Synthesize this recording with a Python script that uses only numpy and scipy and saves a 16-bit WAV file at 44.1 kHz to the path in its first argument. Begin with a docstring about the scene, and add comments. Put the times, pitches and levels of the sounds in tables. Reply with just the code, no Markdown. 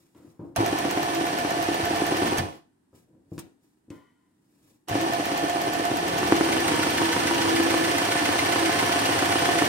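"""A small room, close to a free-motion embroidery sewing machine. It runs slowly, stops while a hand
moves the cloth and hoop, then starts again and speeds up. On every turn of the shaft the needle bar
knocks the frame, the thread ticks off the hook and loose joints rattle. A small steel part rings,
and the motor, gears and belt hum underneath."""
import sys
import numpy as np
from scipy import signal
from scipy.fft import rfft, irfft
from scipy.io import wavfile
from scipy.ndimage import uniform_filter1d

SR = 44100
rng = np.random.default_rng(int(sys.argv[2]) if len(sys.argv) > 2 else 0)


def file_out(sig):
    """Save sig as 16-bit WAV at sys.argv[1]."""
    # one column per channel
    cols = np.atleast_2d(sig).T
    # limit, then scale
    lim = np.clip(cols, -1, 1)
    pcm = np.round(lim * 32767).astype(np.int16)
    wavfile.write(sys.argv[1], SR, pcm)


N = 426888
TIME = np.arange(N) / SR
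EASY_SPEED, HARD_SPEED = 8.3, 10  # turns per second: an easy pace, and where hard knocks begin
SIDE_LAG = 16  # samples by which the left ear hears the machine later


# Knocks that stand out from the regular beat: t/s, level/dB
ACCENTS = [(0.605, -16), (.851, -14), (1.687, -14), (2.02, -12.5), (2.122, -14), (2.221, -13),
           (4.954, -13.5), (5.915, -12.5), (6.231, -15), (6.323, -6), (6.41, -12.5), (6.49, -16),
           (6.568, -15.5), (6.719, -18), (6.793, -19), (7.018, -15), (7.742, -16.5), (8.357, -21),
           (8.695, -16.5), (8.828, -18), (8.894, -20), (8.96, -18.5), (9.092, -17), (9.225, -16.5),
           (9.357, -17.5), (9.423, -17.5), (9.49, -18.5), (9.555, -20.5), (9.622, -14.5)]
# Tone of a knock, from bass to treble: f/Hz, level/dB
KNOCK_TONE = [(30, -35.5), (90, -6.5), (200, -4.5), (400, 6.5), (700, -10.5), (1500, -7.5), (2200, -9),
              (5000, -40.5), (15000, -63.5)]
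# Pitches at which frame, bed and table like to ring: f/Hz, width/Hz, boost/dB
FRAME_RING = [(105, 30, 4), (155, 25, 5), (294, 20, 10), (333, 18, 10), (540, 20, 4), (698, 30, 6),
              (945, 40, 4), (1033, 25, 4), (1142, 35, 4), (1508, 45, 5), (1768, 75, 6), (2060, 35, 4),
              (2310, 30, 4), (2476, 30, 7), (2730, 35, 4), (2885, 70, 5), (3040, 35, 4), (3193, 50, 5),
              (3440, 45, 5), (4115, 50, 5), (4300, 50, 5), (4630, 80, 5), (5250, 45, 5), (5490, 45, 4),
              (5820, 130, 4)]
# Hollow ring of the table (a narrow width rings longer): f/Hz, width/Hz, level/dB
TABLE_RING = [(293, 12, 3), (328, 10, -1)]
# Short thud of the machine's arm: f/Hz, width/Hz, level/dB
ARM_THUD = [(335, 45, 16), (470, 100, 12), (715, 45, 22), (980, 130, 8)]
def needle_bar(zigzag_db=2.4, scatter_db=1.3):
    """The bar knocks the frame once a turn: dull when slow, hard and with a thud when fast."""
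    speed = shaft()[0]
    times = times_at(.525)  # the bar turns back at this point of the turn
    # One side of the zigzag hits harder; at speed it is the other side.
    side = (-1) ** np.arange(len(times)) * np.where(np.interp(times, TIME, speed) > HARD_SPEED, -1, 1)
    db = zigzag_db * side + scatter_db * rng.standard_normal(len(times))
    accent_times, accent_db = np.transpose(ACCENTS)
    no_accent = np.abs(times[:, None] - accent_times).min(axis=1) > .025
    regular = pulses(times, no_accent * undb(db)) * running(-18.5, rise_db=-3.5)
    blows = regular + pulses(accent_times, undb(accent_db))
    fast = blows * (speed > HARD_SPEED)
    blows = fast + butter(blows - fast, 1000, "low")
    thud = resonate(fast * (speed / speed.max()) ** 4, ARM_THUD)
    sound = thud + colour(blows, KNOCK_TONE, FRAME_RING) + undb(21) * resonate(blows, TABLE_RING)
    return undb(17.5) * place(sound, near_db=2.5, room_db=-12, pan_db=-0.5, lag=SIDE_LAG // 3)


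# Tone of a tick: f/Hz, level/dB
TICK_TONE = [(200, -9.5), (1500, 13), (3000, -11), (4500, -1.5), (6500, 7), (9000, 1.5), (11000, -5),
             (12400, 12.5), (13300, -8), (14200, -18), (16000, -25)]
# Ring of the hook: f/Hz, width/Hz, level/dB
HOOK_RING = [(6900, 500, -6), (12400, 800, -1), (13200, 600, 1.5)]
def hook(halfway_db=-19, scatter_db=.7):
    """Thread snaps off the hook with a bright tick, softer at speed; a light one follows halfway."""
    times = times_at(np.array([0, .52]))
    db = scatter_db * rng.standard_normal(times.shape) + np.array([0, halfway_db])
    ticks = bursts(np.c_[times.ravel(), db.ravel()], decay_s=0.003) * running(-35, rise_db=-3)
    sound = undb(6) * colour(ticks, TICK_TONE) + undb(11.5) * resonate(ticks, HOOK_RING)
    return place(sound, near_db=-2, room_db=-7, pan_db=-4, near_t60=.02)


# Tone of the shaking frame: f/Hz, level/dB
SHUDDER_TONE = [(25, -34.5), (45, -34), (65, -13.5), (100, -6.5), (130, -5), (250, -2), (420, 2.5),
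                (620, -4.5), (850, 5.5), (1300, -12.5), (2500, -28.5), (8000, -50.5)]
def shudder(turn, shake, throb_db=0.5):
    """Swinging parts shake the frame and table, most as the needle bar turns back."""
    throb = undb(throb_db * np.cos(2 * np.pi * (turn - .58)))
    force = undb(-2) * contacts(count=14, slop_s=0.00053, scatter_db=4.5) + undb(1) * noise()
    sound = colour(force * throb * shake, SHUDDER_TONE, FRAME_RING)
    return undb(3) * place(sound, near_db=6.5, room_db=-4.5, pan_db=-0.5, lag=SIDE_LAG)


# Tone of the rattling joints: f/Hz, level/dB
RATTLE_TONE = [(100, -36), (500, -4), (950, -5), (1300, -1.5), (2000, -3), (2500, -5), (3100, -5),
               (3800, -8.5), (5600, -10.5), (7500, -14.5), (10500, -23), (13000, -20), (16000, -27)]
def loose_joints(effort):
    """Joints in three places clatter over the rubbing of shafts and thread."""
    out = 0
    for lag in (SIDE_LAG, SIDE_LAG + SIDE_LAG // 3, SIDE_LAG // 4):
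        force = undb(-3.5) * contacts(count=16, slop_s=.0002, scatter_db=2.5) + undb(-4.5) * noise()
        clatter = colour(force * effort, RATTLE_TONE, FRAME_RING)
        out = out + place(clatter, near_db=5, room_db=-1, pan_db=-2, lag=lag, near_t60=0.12)
    return undb(-3.5) * out


# One pitch for each loose link: f/Hz, width/Hz, level/dB
LINK_RING = [(1500, 50, -3), (1735, 35, 6), (1778, 30, 9), (2310, 20, -1), (2476, 18, 4), (2770, 50, -8),
             (2890, 60, -7), (2990, 50, -7), (3210, 50, -6), (4110, 60, -11), (4300, 60, -11),
             (4620, 70, -10)]
def links(effort):
    """Loose links are struck four times a turn; each clinks at its own pitch."""
    clinks = sum(resonate(contacts(count=4, slop_s=.002, scatter_db=2) * effort, [mode])
                 for mode in LINK_RING)
    return undb(13) * place(clinks, near_db=-9, room_db=-11, pan_db=-1.5,
                            lag=SIDE_LAG // 3, near_t60=.03)


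# Ring of a small steel part: f/Hz, width/Hz, level/dB
STEEL_RING = [(8880, 90, -2), (8965, 90, 0), (9100, 110, -1.5)]
# Its lower ring, which grows with speed: f/Hz, width/Hz, level/dB
STEEL_LOW_RING = [(8645, 70, 1), (8712, 55, 3)]
def steel_part(effort, speed):
    """A small steel part is tapped nine times a turn and rings high, off to the right."""
    taps = effort * (contacts(count=9, slop_s=.001, scatter_db=2) + undb(-2) * noise())
    ring = resonate(taps, STEEL_RING) + resonate(taps, STEEL_LOW_RING) * speed / speed.max()
    ring = butter(butter(ring, 9800, "low", order=6), 8000, "high", order=6)
    return undb(7) * place(ring, near_db=2, room_db=-8, pan_db=-7, near_t60=.04)


# Ring of the flat plate under the needle: f/Hz, width/Hz, level/dB
PLATE_RING = [(700, 17, 2), (740, 28, -8), (785, 18, -10.5), (860, 13, -15), (1030, 10, -18),
              (1140, 14, -17), (1770, 35, -11.5)]
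# How strongly it rings: t/s, level/dB
PLATE_LOUDNESS = [(.56, -35.5), (1.9, -35), (2.3, -38), (4.9, -36), (5.9, -35), (7.5, -49), (7.8, -37.5),
                  (9.68, -35)]
def bed_plate(load):
    """The plate sings under a steady stream of small blows."""
    blows = contacts(count=12, slop_s=0.00027, scatter_db=2) * load * running(0)
    ring = unit(resonate(blows, PLATE_RING)) * running(0) * level_curve(PLATE_LOUDNESS)
    return undb(3) * place(ring, near_db=-12, room_db=-4.5, pan_db=-2.5, lag=SIDE_LAG)


# Clinks of the frame that swings the needle: shaft angle/turns, f/Hz, width/Hz, level/dB
SWING_CLINKS = [(.015, 1520, 50, 18), (.025, 2020, 65, 19), (.03, 2190, 80, 14), (.7, 2890, 70, 13)]
# Tone of a metal scrape: f/Hz, level/dB
SCRAPE_TONE = [(300, -17), (1400, -13), (2500, 1.5), (6500, -3), (10000, -10), (16000, -29)]
def needle_swing(from_s=6.5, detune=.025):
    """In the fast run the needle swings sideways: every second stitch its frame scrapes and clinks."""
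    clinks, tap = np.zeros(N), signal.unit_impulse(SR // 10)
    for angle, hz, width, db in SWING_CLINKS:
        times = times_at(angle)[1::2]
        starts = (times[times > from_s] * SR).astype(int)
        for start, (force, bend) in zip(starts, rng.standard_normal((len(starts), 2))):
            ring = resonate(tap, [(hz * (1 + detune * bend), width, db + 2.5 * force)])
            clinks[start:start + len(ring)] += ring[:N - start]
    times = times_at(.96)[::2]
    times = times[times > from_s]
    rubs = bursts(np.c_[times, rng.standard_normal(len(times))], decay_s=0.017)
    sound = clinks + undb(-28) * colour(rubs, SCRAPE_TONE)
    return place(sound, near_db=-7, room_db=-10, pan_db=-3, lag=SIDE_LAG // 4, near_t60=.03)


# The clutch bites or the brake grips: t/s, level/dB
CLUTCH_CLACKS = [(.5615, -30), (2.375, -35), (2.383, -31.5), (4.884, -38)]
# Steel snap of the clutch: f/Hz, width/Hz, level/dB
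SNAP_RING = [(2800, 500, -3), (6200, 900, 0), (9000, 900, 2)]
def clutch():
    """Clutch and brake grab with a snap that jars the joints and rings the plate."""
    crack, jar = bursts(CLUTCH_CLACKS, decay_s=0.005), bursts(CLUTCH_CLACKS, decay_s=0.012)
    clack = undb(1) * colour(crack, HISS_TONE) + undb(2) * colour(jar, RATTLE_TONE, FRAME_RING)
    clack += undb(33) * resonate(jar, PLATE_RING)
    snap = undb(13) * resonate(bursts(CLUTCH_CLACKS, decay_s=.002), SNAP_RING)
    return snap + place(clack, near_db=8.5, room_db=-15.5, pan_db=-5.5, lag=SIDE_LAG // 3)


# The motor starts to pull: t/s, level/dB
MOTOR_STARTS = [(0.583, -25), (4.911, -27)]
def table_boom(hz=109, decay_s=0.06):
    """The table booms as the motor pulls away."""
    times, db = np.transpose(MOTOR_STARTS)
    t = TIME[:SR]
    boom = np.exp(-t / decay_s) * np.sin(2 * np.pi * hz * t)
    sound = signal.fftconvolve(pulses(times, undb(db)), boom)[:N]
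    return place(sound, near_db=-10, room_db=-19, pan_db=1)


# Notes of the gears: cycles per shaft turn, level/dB
GEAR_NOTES = [(6, -14), (7, -13), (36.2, -15), (46.3, -11), (63.2, -11.5), (69.6, -8.5), (119, -14)]
# Notes of the belt: cycles per shaft turn, level/dB
BELT_NOTES = [(18.1, 0), (22.1, -9), (35, -9), (69.8, -4)]
# How strongly the belt drones in the fast run: t/s, level/dB
BELT_LOUDNESS = [(5.9, -70), (6.15, -44), (6.8, -40), (7.6, -40), (8.2, -55), (9.68, -50)]
def drive(speed, turn, shake, mains_hz=100):
    """The motor hums; gear and belt notes rise with speed and swell where the frame rings along."""
    angle = 2 * np.pi * turn
    gears = tones(angle, GEAR_NOTES) * (speed / speed.max()) ** 2 * shake
    whine = undb(-3) * gears + level_curve(BELT_LOUDNESS) * tones(angle, BELT_NOTES)
    mains = undb(-19 + 3 * wander(6)) * np.sin(2 * np.pi * mains_hz * TIME)
    sound = mains * shake + undb(-2) * (whine + resonate(whine, FRAME_RING))
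    return place(sound, near_db=6, room_db=-21.5, pan_db=-0.5, lag=SIDE_LAG // 2)


# Swells of the table's hum: peak t/s, half length/s, level/dB
TABLE_SWELLS = [(1.181, 0.083, -25.5), (5.035, 0.038, -23), (6.485, 0.17, -24), (7.034, 0.072, -24),
                (7.503, 0.13, -19.5), (7.78, 0.16, -24), (8.65, 0.064, -25)]
def table_hum(hz=332):
    """The table top picks up the shaking and hums at its own wavering pitch."""
    swell = sum(undb(db) * np.exp(-np.minimum(((TIME - peak_s) / half_s) ** 2, 20))
                for peak_s, half_s, db in TABLE_SWELLS)
    hum = swell * np.sin(2 * np.pi * hz * TIME + .3 * wander(20))
    return place(hum, near_db=-10, room_db=-16, pan_db=-1, lag=SIDE_LAG)


# Bumps of hoop, pedal and handwheel: t/s, level/dB, treble cut f/Hz, rattle time/s
HAND_BUMPS = [(.148, -46, 2500, 0.15), (.247, -38, 447, 0.012), (0.273, -40, 620, 0.021),
              (0.394, -29.5, 780, 0.075), (0.424, -44, 600, 0.0095), (1.832, -8, 69, 0.0094),
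              (2.383, -12.5, 171, 0.039), (2.93, -45.5, 1200, 0.031), (3.318, -26.5, 430, 0.027),
              (3.38, -21.5, 6000, 0.0053), (3.389, -27.5, 4500, 0.0068), (3.461, -43, 398, .012),
              (3.881, -40, 400, 0.012), (3.905, -28.5, 600, .004), (3.905, -38.5, 2000, 0.042)]
# Tone of a bump: f/Hz, level/dB
BUMP_TONE = [(30, -18.5), (90, 6.5), (300, 6.5), (480, 4.5), (650, -2), (1000, -2.5), (2000, -14.5),
             (5000, -17), (15000, -11)]
def handling():
    """Bumps, from dull thump to sharp clack, and the rubbing hoop stir the frame's low notes."""
    force = np.zeros(N)
    for start_s, db, cut_hz, rattle_s in HAND_BUMPS:
        t = TIME[:N - int(start_s * SR)]
        blow = undb(-5) * rng.standard_normal(len(t)) * np.exp(-np.minimum(t / rattle_s, 20))
        blow[0] += undb(13.5)  # the hit that starts the rattle
        force[-len(t):] += undb(db) * butter(blow, cut_hz, "low")
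    rub = undb(-1) * slide_gain("hoop") * butter(noise(), 600, "low")
    low_ring = [mode for mode in FRAME_RING if mode[0] < 600]
    return place(colour(force + rub, BUMP_TONE, low_ring), near_db=-2, room_db=-2, pan_db=1.5)


# A springy lever is touched or let go: t/s, level/dB
LEVER_CLICKS = [(.148, -54), (3.903, -36)]
# Ring of that lever: f/Hz, width/Hz, level/dB
LEVER_RING = [(1005, 14, 5), (1028, 6, 9), (1150, 40, -3), (1421, 16, 1), (1518, 14, -2), (1790, 60, -5),
              (1911, 14, 3), (1960, 8, 2), (2094, 20, -1), (2990, 16, -2), (3070, 16, -4)]
def lever():
    """The lever clicks home and buzzes on faintly."""
    times, db = np.transpose(LEVER_CLICKS)
    click = undb(-10) * colour(bursts(LEVER_CLICKS, decay_s=.003), SCRAPE_TONE)
    buzz = undb(-4) * bursts(LEVER_CLICKS, decay_s=.13)
    ring = resonate(undb(18) * pulses(times, undb(db)) + buzz, LEVER_RING)
    return place(click + ring, near_db=-3, room_db=-9, pan_db=3, near_t60=.04)


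# Tone of a bright hiss: f/Hz, level/dB
HISS_TONE = [(300, -11.5), (1000, -7), (3000, -10.5), (8000, -8.5), (15000, -14)]
def cloth():
    """Fabric hisses as it slides over the bed in small catches."""
    slide = noise() * undb(1.6 * wander(100)) * slide_gain("cloth")
    return place(colour(slide, HISS_TONE), near_db=16, room_db=-11, pan_db=0.5)


# The hand slides cloth and hoop; the 2.57 s row is thread hissing as the machine coasts to a stop: peak t/s,
# swell/s, fade/s, cloth level/dB, hoop level/dB
HAND_SLIDES = [(.01, 0.037, 0.098, -66, -64), (.16, .008, 0.19, -70.5, -68), (.3, .06, .03, -71.5, -72),
               (2.57, .08, 0.015, -61, -72), (.46, .05, 0.068, -76.5, -57.5),
               (2.955, 0.013, 0.047, -60.5, -56), (3.15, 0.065, 0.056, -93, -53.5),
               (3.335, 0.017, 0.061, -64, -56), (3.391, .002, 0.0054, -37.5, -61),
               (3.42, 0.087, 0.06, -70, -50.5), (3.63, .015, 0.12, -72.5, -80.5),
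               (3.905, 0.0026, 0.063, -62, -44), (4.71, 0.18, 0.059, -66, -61)]
def slide_gain(part):
    """How strongly the "cloth" or the "hoop" rubs: each slide swells and fades."""
    gain = 0
    for peak_s, swell_s, fade_s, cloth_db, hoop_db in HAND_SLIDES:
        slope = np.minimum((TIME - peak_s) / swell_s, (peak_s - TIME) / fade_s)
        gain += undb(cloth_db if part == "cloth" else hoop_db) * np.exp(np.maximum(slope, -20))
    return gain


# Tone of the quiet room: f/Hz, level/dB
ROOM_TONE = [(15, -36), (25, -30.5), (64, -11), (175, -3), (270, 0), (394, -8.5), (545, -22.5),
             (962, -17.5), (1130, -25), (1890, -24), (2050, -30.5), (6380, -36), (8360, -29.5),
             (16000, -45)]
# Faint ring of the table top at rest: f/Hz, width/Hz, boost/dB
RESTING_RING = [(305, 50, 4)]
def room_air():
    """A faint low murmur of air, alike at both ears in the bass."""
    mid, side = (colour(noise(), ROOM_TONE, RESTING_RING) for _ in range(2))
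    return undb(-69.5 + wander(3.6)) * (mid + butter(side, 380, "high") * np.array([[1], [-1]]))


# Pace of the shaft, one stitch per turn: t/s, speed/(turns per second)
SHAFT_SPEED = [(.548, 0), (.56, 7.726), (1.05, 8.452), (1.6, 8.326), (1.9, 9.353), (2.38, 10.02),
               (2.5325, 0), (4.868, 0), (4.88, 8.28), (5.3, 8.246), (5.97, 8.584), (6.45, 12.398),
               (6.75, 13.402), (7.4, 13.753), (8, 14.619), (8.8, 15.049), (9.68, 15.171)]
def shaft(start_turn=1.161):
    """The shaft's speed (turns per second) and angle (turns)."""
    speed = np.interp(TIME, *np.transpose(SHAFT_SPEED))
    return speed, start_turn + np.cumsum(speed) / SR


# The pedal is held down: from t/s, to t/s
PEDAL_DOWN = [(0.549, 2.295), (4.872, 9.7)]
def running(db, rise_db=0, attack_s=0.042, coast_s=.33):
    """A part's strength: it follows the pedal and adds rise_db per doubling of the easy pace."""
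    held = sum(np.clip((TIME - on) / attack_s, 0, 1) * np.clip(1 - (TIME - off) / coast_s, 0, 1) ** 1.6
               for on, off in PEDAL_DOWN)
    return held * undb(db + rise_db * np.log2(np.maximum(shaft()[0] / EASY_SPEED, 1)))


def times_at(angles):
    """When the shaft passes these angles: one row per stitch, -1 where it never does."""
    turn = shaft()[1]
    return np.interp(np.add.outer(np.arange(int(turn[-1]) + 1), angles), turn, TIME, left=-1, right=-1)


def contacts(count, slop_s, scatter_db):
    """Parts touch at the same points of every turn, never quite alike."""
    times = times_at((np.arange(count) + rng.random(count)) / count)
    late, strength = rng.standard_normal((2, *times.shape))
    sizes = rng.choice([-1, 1], count) * undb(scatter_db * strength)
    speed = np.maximum(np.interp(times, TIME, shaft()[0]), EASY_SPEED)
    sizes = unit(sizes) * np.sqrt(SR / (speed * count))  # more taps, same overall power
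    return pulses((times + slop_s * late).ravel(), sizes.ravel())


def undb(db):
    """Turn decibels into a gain."""
    return 10 ** (np.asarray(db) / 20)


def unit(x):
    """Scale to an average power of 1."""
    return x / np.sqrt(np.mean(x ** 2))


def noise():
    """Plain white noise."""
    return rng.standard_normal(N)


def wander(rate_hz):
    """A smooth random drift, about 1 in size."""
    step = int(SR / rate_hz)
    return 1.14 * uniform_filter1d(np.repeat(rng.standard_normal(N // step + 1), step), step)[:N]


def level_curve(points):
    """Gain along points of (t/s, level/dB), silent before the first."""
    return undb(np.interp(TIME, *np.transpose(points), left=-np.inf))


def pulses(times, sizes):
    """Blows, each one sample long."""
    inside = (times > 0) & (times < TIME[-1])
    return np.bincount((times[inside] * SR).astype(int), sizes[inside], N)


def bursts(events, decay_s):
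    """Each event is a puff of noise that dies away."""
    times, db = np.transpose(events)
    return signal.lfilter([1], [1, -np.exp(-1 / (decay_s * SR))], pulses(times, undb(db))) * noise()


def tones(angle, notes):
    """Wavering notes that follow the shaft."""
    return sum(undb(db + 2 * wander(9)) * np.sin(cycles * angle + .3 * wander(14))
               for cycles, db in notes)


def resonate(x, modes):
    """Let a sound ring at several pitches at once."""
    return sum(undb(db) * signal.lfilter(*signal.iirpeak(hz, hz / width, fs=SR), x)
               for hz, width, db in modes)


def colour(x, points, modes=(), size=16384):
    """Shape bass and treble along a curve, with ringing peaks on top."""
    f = np.arange(size // 2 + 1) * SR / size
    hz, db = np.transpose(points)
    db = np.interp(np.log(f + 1), np.log(hz), db)
    peaks = sum((undb(2 * abs(boost)) - 1) / (1 + (2 * (f - centre) / width) ** 2)
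                for centre, width, boost in modes)
    return signal.fftconvolve(x, causal(unit(undb(db) * np.sqrt(1 + peaks))))[:N]


def butter(x, hz, kind, order=2):
    """Keep the "low" or the "high" side of hz."""
    return signal.sosfilt(signal.butter(order, min(hz, .45 * SR), kind, fs=SR, output="sos"), x)


def causal(gain):
    """The quickest filter with this gain at each frequency; it never rings before the hit."""
    cepstrum = irfft(np.log(gain))
    half = len(cepstrum) // 2
    cepstrum[1:half] *= 2
    cepstrum[half + 1:] = 0
    return irfft(np.exp(rfft(cepstrum)))[:half]


def even(echoes, size=32768):
    """Even out echoes so they smear a sound in time but keep its overall tone."""
    power = uniform_filter1d(np.abs(rfft(echoes, size)) ** 2, 41)
    return signal.fftconvolve(echoes, causal(power ** -.5))[:len(echoes)]


def tail(t60, above_hz):
    """Dense echoes, different at each ear, that fade by 60 dB in t60 seconds."""
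    t = TIME[:SR // 2]
    echoes = rng.standard_normal((2, len(t))) * undb(-60 * t / t60)
    return butter(echoes / np.sqrt(np.sum(echoes ** 2, axis=1, keepdims=True)), above_hz, "high")


def place(x, near_db, room_db, pan_db, lag=0, near_t60=0.05):
    """Direct sound, quick echoes between arm and bed, then the room; pan_db above 0 is left."""
    echoes = undb(near_db) * tail(near_t60, above_hz=544) + undb(room_db) * tail(t60=0.34, above_hz=220)
    echoes[0, lag] += 1
    echoes[1, 0] += 1
    ears = np.array([signal.fftconvolve(x, even(ear))[:N] for ear in echoes])
    return ears * undb(np.array([[pan_db], [-pan_db]]) / 2)


# Strain on the joints through one turn: shaft angle/turns, level/dB
TURN_LOAD = [(0, 11.5), (.1, 8.5), (.22, 6.5), (.38, 5.5), (.52, 10.5), (.66, 6.5), (.8, 6), (.92, 10)]
# How hard the motor pulls: t/s, level/dB
MOTOR_PULL = [(.56, 12), (.6, 6.5), (.72, 1), (1.85, -0.5), (2.03, 0.5), (2.34, 4.5), (4.88, 3), (4.95, 2),
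              (5.1, -0.5), (5.85, 1), (6.38, 2), (6.6, 0), (7.7, -0.5), (8.05, -2.5), (9.68, -0.5)]
def scene():
    """Shaft and motor drive the moving parts; the hand works the cloth in the pauses."""
    speed, turn = shaft()
    load = undb(np.interp(turn, *np.transpose(TURN_LOAD), period=1))
    shake = running(-36, rise_db=5) * level_curve(MOTOR_PULL)
    rattle = running(-41, rise_db=7)
    body = shudder(turn, shake) + bed_plate(load)
    clatter = loose_joints(load * rattle) + links(rattle) + steel_part(rattle, speed)
    hums = drive(speed, turn, shake) + table_hum()
    blows = hook() + needle_bar() + needle_swing() + clutch() + table_boom()
    return body + clatter + hums + blows + handling() + lever() + cloth() + room_air()


def record(dry, top_hz=15850):
    """Cut off the very highest treble."""
    return signal.sosfilt(signal.ellip(10, .2, 80, top_hz, fs=SR, output="sos"), dry)


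dry = scene()
out = record(dry)
file_out(out)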